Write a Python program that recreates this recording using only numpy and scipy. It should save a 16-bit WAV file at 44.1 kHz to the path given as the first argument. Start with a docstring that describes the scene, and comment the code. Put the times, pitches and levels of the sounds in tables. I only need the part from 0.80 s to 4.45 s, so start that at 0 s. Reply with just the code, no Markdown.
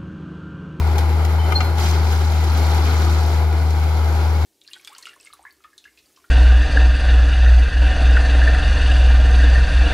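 """Beside a railway line, a stereo microphone pair within earshot of a track tamping machine at work.
Its big diesel drones under a steady roar of fans, pumps and ringing panels. The tamping unit drops
with squeaks of sliding steel and clacks that ring its frame. The vibrating tines crunch into the
ballast and grind among the stones, and the crunch falls back as the unit lifts."""
import sys
import numpy as np
from scipy import signal
from scipy.fft import rfft, irfft
from scipy.io import wavfile
from scipy.ndimage import uniform_filter1d

SR = 44100
rng = np.random.default_rng(int(sys.argv[2]) if len(sys.argv) > 2 else 0)


def put_to_file(sound):
    """Save the sound as 16-bit audio at rate SR, in the file named by the first command-line argument."""
    columns = np.atleast_2d(sound).T  # one column per channel
    safe = np.clip(columns, -1, 1)
    whole_steps = np.round(safe * 32767)
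    wavfile.write(sys.argv[1], SR, whole_steps.astype(np.int16))


N = 160965


def amp(db):
    return 10 ** (np.asarray(db) / 20)


def unit_rms(x):
    return x / np.sqrt(np.mean(x ** 2) + 1e-20)


def at_hz(points, hz):
    """Reads (frequency, value) points along a log frequency axis."""
    f, value = np.transpose(points)
    return np.interp(np.log(hz + 1), np.log(f + 1), value)


def curve(table, column):
    """One column of a timed table, joined by straight lines, at every sample."""
    table = np.asarray(table, float)
    return np.interp(np.arange(N) / SR, table[:, 0], table[:, column])


def colour(x, gain):
    """Filters by gain(hz) over the whole length."""
    return irfft(rfft(x) * gain(np.fft.rfftfreq(N, 1 / SR)), N)


def treble(hz, corner_hz):
    """Weight rising from 0 in the bass through a half at the corner towards 1."""
    return 1 / (1 + (corner_hz / (hz + 1)) ** 2)


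def drift(rate_hz):
    """Random wander of rms 1, mostly slower than rate_hz."""
    return unit_rms(colour(rng.standard_normal(N), lambda hz: (hz > 0) / (1 + (hz / rate_hz) ** 4)))


def impacts(per_s, spread_db, decay_s):
    """Two noises chopped by one random train of small impacts whose power dies away."""
    energy = amp(2 * spread_db * np.minimum(rng.exponential(1, N), 5))
    strikes = rng.random(N) < per_s / SR
    power = signal.lfilter([1], [1, -np.exp(-1 / (decay_s * SR))], energy * strikes)
    return unit_rms(np.sqrt(power) * rng.standard_normal((2, N)))


def machine_roar():
    """The bed: fans and pumps roar through ringing panels, with a loose rattle in the treble."""
    # fan and pump noise (frequency [Hz], density [dB per Hz])
    spectrum = [(20, -75), (45, -56.5), (70, -53.5), (110, -57), (135, -58), (200, -62.5), (260, -61),
                (350, -59), (450, -60.5), (600, -64), (740, -59), (820, -59), (920, -59), (1050, -66.5),
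                (1300, -64.5), (1700, -69), (2150, -70), (2700, -76.5), (3600, -77.5), (4200, -76.5),
                (6000, -83.5), (9000, -85), (16000, -89.5)]
    # resonances of panels and housings (frequency [Hz], width [Hz], boost [dB])
    panels = [(245, 10, 2), (347, 11.7, 6), (391, 24, 2.5), (750, 19, 2.5), (813, 36, 3), (832, 22, 4),
              (989, 50, 3.5), (1460, 69, 2.5), (2230, 80, 3.5), (4170, 77, 2)]
    # slight rise and fall of the roar (time [s], level [dB])
    levels = [(0, 0), (.3, 1), (.6, 1), (.9, 1.4), (1.3, -0.7), (1.8, 0.3), (2.3, 0.3), (2.7, -1),
              (3.1, -0.35), (3.65, -0.1)]
    patch_db, flutter_db = 1, 0.94
    rattle_share = lambda hz: 0.33 * treble(hz, corner_hz=1900)
    rush = colour(rng.standard_normal((2, N)), lambda hz: np.sqrt(1 - rattle_share(hz)))
    rattle = colour(impacts(per_s=300, spread_db=3, decay_s=0.006), lambda hz: np.sqrt(rattle_share(hz)))
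    # the level flickers in small patches of frequency and time
    cells = signal.stft(rush + rattle, nperseg=2048, noverlap=1536)[2]
    patches = uniform_filter1d(rng.standard_normal(cells.shape[1:]), size=3, axis=0)
    patches = unit_rms(uniform_filter1d(patches, size=8, axis=1))
    noise = signal.istft(cells * amp(patch_db * patches), nperseg=2048, noverlap=1536)[1][:, :N]
    noise = noise * amp(flutter_db * drift(rate_hz=10.3) + curve(levels, 1))
    panel_db = lambda hz: sum(db / (1 + (2 * (hz - f) / width) ** 2) for f, width, db in panels)
    return colour(noise, lambda hz: amp(at_hz(spectrum, hz) + panel_db(hz)) * np.sqrt(SR / 2))


def diesel_drone():
    """Exhaust tone at the firing rate with a few weak orders, louder on the left microphone."""
    # running of the engine (time [s], firing rate [Hz], level of the firing tone [dB])
    running = [(0.08, 78.4, -15), (0.25, 77.9, -15.5), (0.4, 78.9, -14.5), (0.5, 78.7, -15.3),
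               (0.6, 79.83, -14.5), (0.68, 78.6, -16), (0.76, 81.1, -17.1), (0.84, 80.9, -16),
               (0.92, 80.24, -17), (1.0, 79.63, -17), (1.1, 79.4, -15.5), (1.2, 78.77, -15),
               (1.35, 78.4, -15.5), (1.5, 78.65, -15.5), (1.7, 78, -15), (1.9, 77.8, -14.5),
               (2.15, 78.2, -15), (2.33, 78.23, -14), (2.45, 78.06, -15.5), (2.7, 77.94, -15),
               (3.0, 78, -15.5), (3.2, 77.7, -15.5), (3.4, 78.4, -15.5), (3.57, 77.91, -15.5)]
    # engine orders (multiple of the firing rate, level against the firing tone [dB], phase [rad])
    orders = [(1, 0, 0.5), (2, -21.5, 3), (4 / 3, -25.5, 0.5), (3 / 2, -31, .3)]
    start_rad, right_lag_rad, left_db = 0.14, .09, 3
    phase = start_rad + 2 * np.pi * np.cumsum(curve(running, 1)) / SR - np.array([[0], [right_lag_rad]])
    tone = sum(amp(db) * np.cos(order * phase + rad) for order, db, rad in orders)
    return np.sqrt(2) * amp(curve(running, 2)) * tone * amp([[left_db / 2], [-left_db / 2]])


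def steel_squeaks():
    """Sliding steel whistles: each note swells, glides and rings out, a rough scrape just above it."""
    # squeaks and groans (start [s], hold [s], pitch [Hz], glide [Hz per s], level [dB], t60 [s])
    squeaks = [(.58, .03, 3075, -500, -40, .12), (.625, .035, 3068, -300, -42, .1),
               (.694, .04, 3085, 0, -41, .12), (.745, .025, 4140, 3300, -20, .07),
               (.755, .05, 758, 0, -35, .15), (.774, .014, 4195, 0, -29, .09),
               (.79, .065, 4168, 0, -39.5, .4), (.83, .022, 11470, -3000, -41.5, .13)]
    rise_s, waver_db, pitch_jitter, octave_db = .015, 1.2, .0012, -29
    scrape_db, scrape_above_hz = -16, 140
    right_db, right_lag_s = .6, 5.7e-5
    t, out = np.arange(N) / SR, np.zeros((2, N))
    waver, jitter = drift(rate_hz=60), drift(rate_hz=120)
    roughness = drift(rate_hz=90) + 1j * drift(rate_hz=90)
    scrape = amp(scrape_db) * roughness * np.exp(2j * np.pi * scrape_above_hz * t)
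    for start, hold, hz, glide, db, t60 in squeaks:
        age = np.maximum(t - start, 0)
        pitch = hz * (1 + pitch_jitter * jitter) + glide * np.minimum(age, hold)
        phase = 2 * np.pi * (np.cumsum(pitch) / SR - np.array([[0], [hz * right_lag_s]]))
        growing_scrape = scrape * np.minimum(age / hold, 1) ** 2
        tone = ((1 + growing_scrape) * np.exp(1j * phase)).real + amp(octave_db) * np.sin(2 * phase)
        envelope = np.minimum(age / rise_s, 1) ** 2 * amp(db - 60 * np.maximum(age - hold, 0) / t60)
        out += envelope * tone
    return np.sqrt(2) * out * amp(waver_db * waver) * amp([[-right_db / 2], [right_db / 2]])


def frame_clacks():
    """The tamping unit knocks: each clack is a dying burst of noise and a short ring of the frame."""
    # knocks (time [s], level [dB], tilt [dB per octave], top [Hz], t60 of the burst [s],
    # ring level [dB], strongest ring near [Hz])
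    knocks = [(.1805, -18.5, -3, 16000, .08, -16, 2200), (.4484, -20.5, -3.5, 15000, .05, -16, 2200),
              (.7213, -18, -3, 16000, .03, 5, 1300), (.8041, -16, -3.5, 7600, .075, 2, 2250),
              (1.322, -25, -3, 15000, .09, -16, 2200), (1.640, -25, -3, 15000, .06, -16, 2200),
              (1.778, -25, -2.5, 15000, .035, -16, 2200), (1.945, -27, -1, 16000, .05, -16, 2200),
              (2.064, -24, -3, 8000, .07, -16, 2200), (2.52, -30, -2.5, 15000, .05, -16, 2200),
              (2.575, -32, -2, 15000, .05, -16, 2200)]
    # modes of the steel frame (frequency [Hz], relative level [dB], t60 [s])
    modes = [(760, -8, .1), (1249, -2, .07), (1432, -6, .04), (2100, -6, .07), (2330, -5, .05),
             (2783, -7, .06), (3400, -9, .04)]
    rise_s, length_s, fall_db_per_octave = .002, .15, 7
    t, out = np.arange(8192) / SR, np.zeros((2, N))
    hz = np.fft.rfftfreq(len(t), 1 / SR)
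    for start, db, tilt, top_hz, t60, ring_db, ring_hz in knocks:
        burst = rng.standard_normal((2, len(t))) * amp(-60 * t / t60)
        ring = np.zeros_like(burst)
        for mode_hz, mode_db, mode_t60 in modes:
            struck_db = mode_db - fall_db_per_octave * abs(np.log2(mode_hz / ring_hz))
            phase = 2 * np.pi * mode_hz * t + rng.uniform(0, 2 * np.pi, (2, 1))
            ring += amp(struck_db - 60 * t / mode_t60) * np.sin(phase)
        slope = amp(tilt * np.log2(np.maximum(hz, 500) / 3000))
        band = hz / (hz + 300) / (1 + (hz / top_hz) ** 8)
        clack = irfft(rfft(burst + amp(ring_db) * ring) * slope * band)
        at = round(start * SR)
        out[:, at:at + len(t)] += amp(db) * clack * np.minimum(t / rise_s, 1) * (t < length_s)
    return out


def ballast_crunch():
    """Stones crack and rub around the tines, crackling independently in each frequency band."""
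    # ballast under the tines (frequency [Hz], density before the grinding levels [dB per Hz])
    spectrum = [(60, -70), (170, -59), (400, -64.5), (800, -72), (1300, -62), (1750, -67), (2200, -69),
                (2700, -69.5), (4200, -67), (5500, -70.5), (7200, -73), (10000, -79), (16000, -84)]
    # grinding of the tines (time [s], level [dB], extra level of the low part [dB])
    grind = [(.9, -25, -4), (.965, -17, -2), (.985, -0.5, -6), (1.06, 0.5, 1), (1.13, -3, -2.5),
             (1.2, -8, 9.5), (1.32, -6, 0), (1.45, -7.5, 3), (1.6, -7, 1.5), (1.8, -4.5, 4.5),
             (1.95, -5, 4), (2.05, -5, 8.5), (2.2, -4, 4), (2.38, -6, 7.5), (2.45, -7.5, -4),
             (2.58, -9.5, -11), (2.605, -21, -4), (2.8, -13, -5)]
    # borders between the bands of the crackle (frequency [Hz])
    borders = [1500, 3500, 6000, 9000]
    snap_db, low_part_hz = -6, 1803
    edges = [-1] + borders + [SR]
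    stones = np.zeros((2, N))
    for lo, hi in zip(edges, edges[1:]):
        cracks = impacts(per_s=990, spread_db=2, decay_s=0.0024)
        stones += colour(cracks, lambda hz: (hz > lo) & (hz <= hi))
    snaps = impacts(per_s=25, spread_db=2.5, decay_s=0.0028)  # sparse larger stones
    stones += amp(snap_db) * colour(snaps, lambda hz: treble(hz, corner_hz=3200))
    crunch = colour(stones, lambda hz: amp(at_hz(spectrum, hz)) * np.sqrt(SR / 2))
    low = colour(crunch, lambda hz: 1 / (1 + (hz / low_part_hz) ** 4))
    return amp(curve(grind, 1)) * (crunch - low + low * amp(curve(grind, 2)))


def microphone_pair(pair):
    """Both microphones hear the first signal, only the right one the second; the bass is most alike."""
    # likeness of the two sides (frequency [Hz], coherence [0-1])
    likeness = [(20, .98), (400, .98), (600, .87), (850, .95), (1100, .65), (1450, .82), (1850, .6),
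                (2200, .8), (2650, .45), (2900, .58), (3300, .3), (3800, .55), (4400, .3), (4900, .58),
                (5400, .35), (5900, .52), (6700, .2), (7300, .35), (8000, .1), (9000, .33), (16000, .15)]
    # balance of the pair (frequency [Hz], left minus right [dB])
    balance = [(60, 4), (92, 9), (140, 6), (210, 3), (330, 1.5), (500, 1.0), (770, 5.5), (1170, 1.5),
               (1790, -0.5), (2740, 6), (4190, -3), (6410, 1), (9810, 2), (15000, 1)]
    # phase between the sides (frequency [Hz], left lead [rad])
    lead = [(20, .05), (300, 0.09), (600, .6), (900, .05), (1100, 1.23), (1400, 0.34), (1750, 2.32),
            (2100, 6.06), (2300, 4.5), (2600, 9.2), (3000, 11.4), (3500, 10.2), (4100, 11.35), (4400, 12.4),
            (5300, 11.7), (6300, 15.1), (6800, 13.9), (8000, 10.4), (8500, 11.5), (10000, 11.2),
            (11000, 16), (12000, 17.7), (14000, 19.5), (15000, 22)]
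    hz = np.fft.rfftfreq(N, 1 / SR)
    common, separate = rfft(pair)
    coherence, left_gain = at_hz(likeness, hz), amp(at_hz(balance, hz))
    right = coherence * common * np.exp(-1j * at_hz(lead, hz)) + np.sqrt(1 - coherence ** 2) * separate
    equal_power = np.sqrt(2 / (1 + left_gain ** 2))
    return irfft(np.array([common * left_gain, right]) * equal_power, N)


def scene():
    """The machine from the lineside; drone and squeaks carry their own place in the stereo image."""
    noises = machine_roar() + ballast_crunch() + frame_clacks()
    return diesel_drone() + microphone_pair(noises) + steel_squeaks()


def record(dry):
    """The microphones colour the treble, and a steep band limit cuts off the very top."""
    # microphone response (frequency [Hz], gain [dB])
    response = [(20, -0.64), (6000, 0.47), (7200, -1.5), (8300, -7), (10000, -2), (11800, 3.7), (13500, -3),
                (15500, -2)]
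    top_hz = 15710
    heard = colour(dry, lambda hz: amp(at_hz(response, hz)))
    lowpass = signal.firwin(1023, top_hz, window=("kaiser", 9), fs=SR)
    return signal.oaconvolve(heard, lowpass[None], "same")


dry = scene()
out = record(dry)
put_to_file(out)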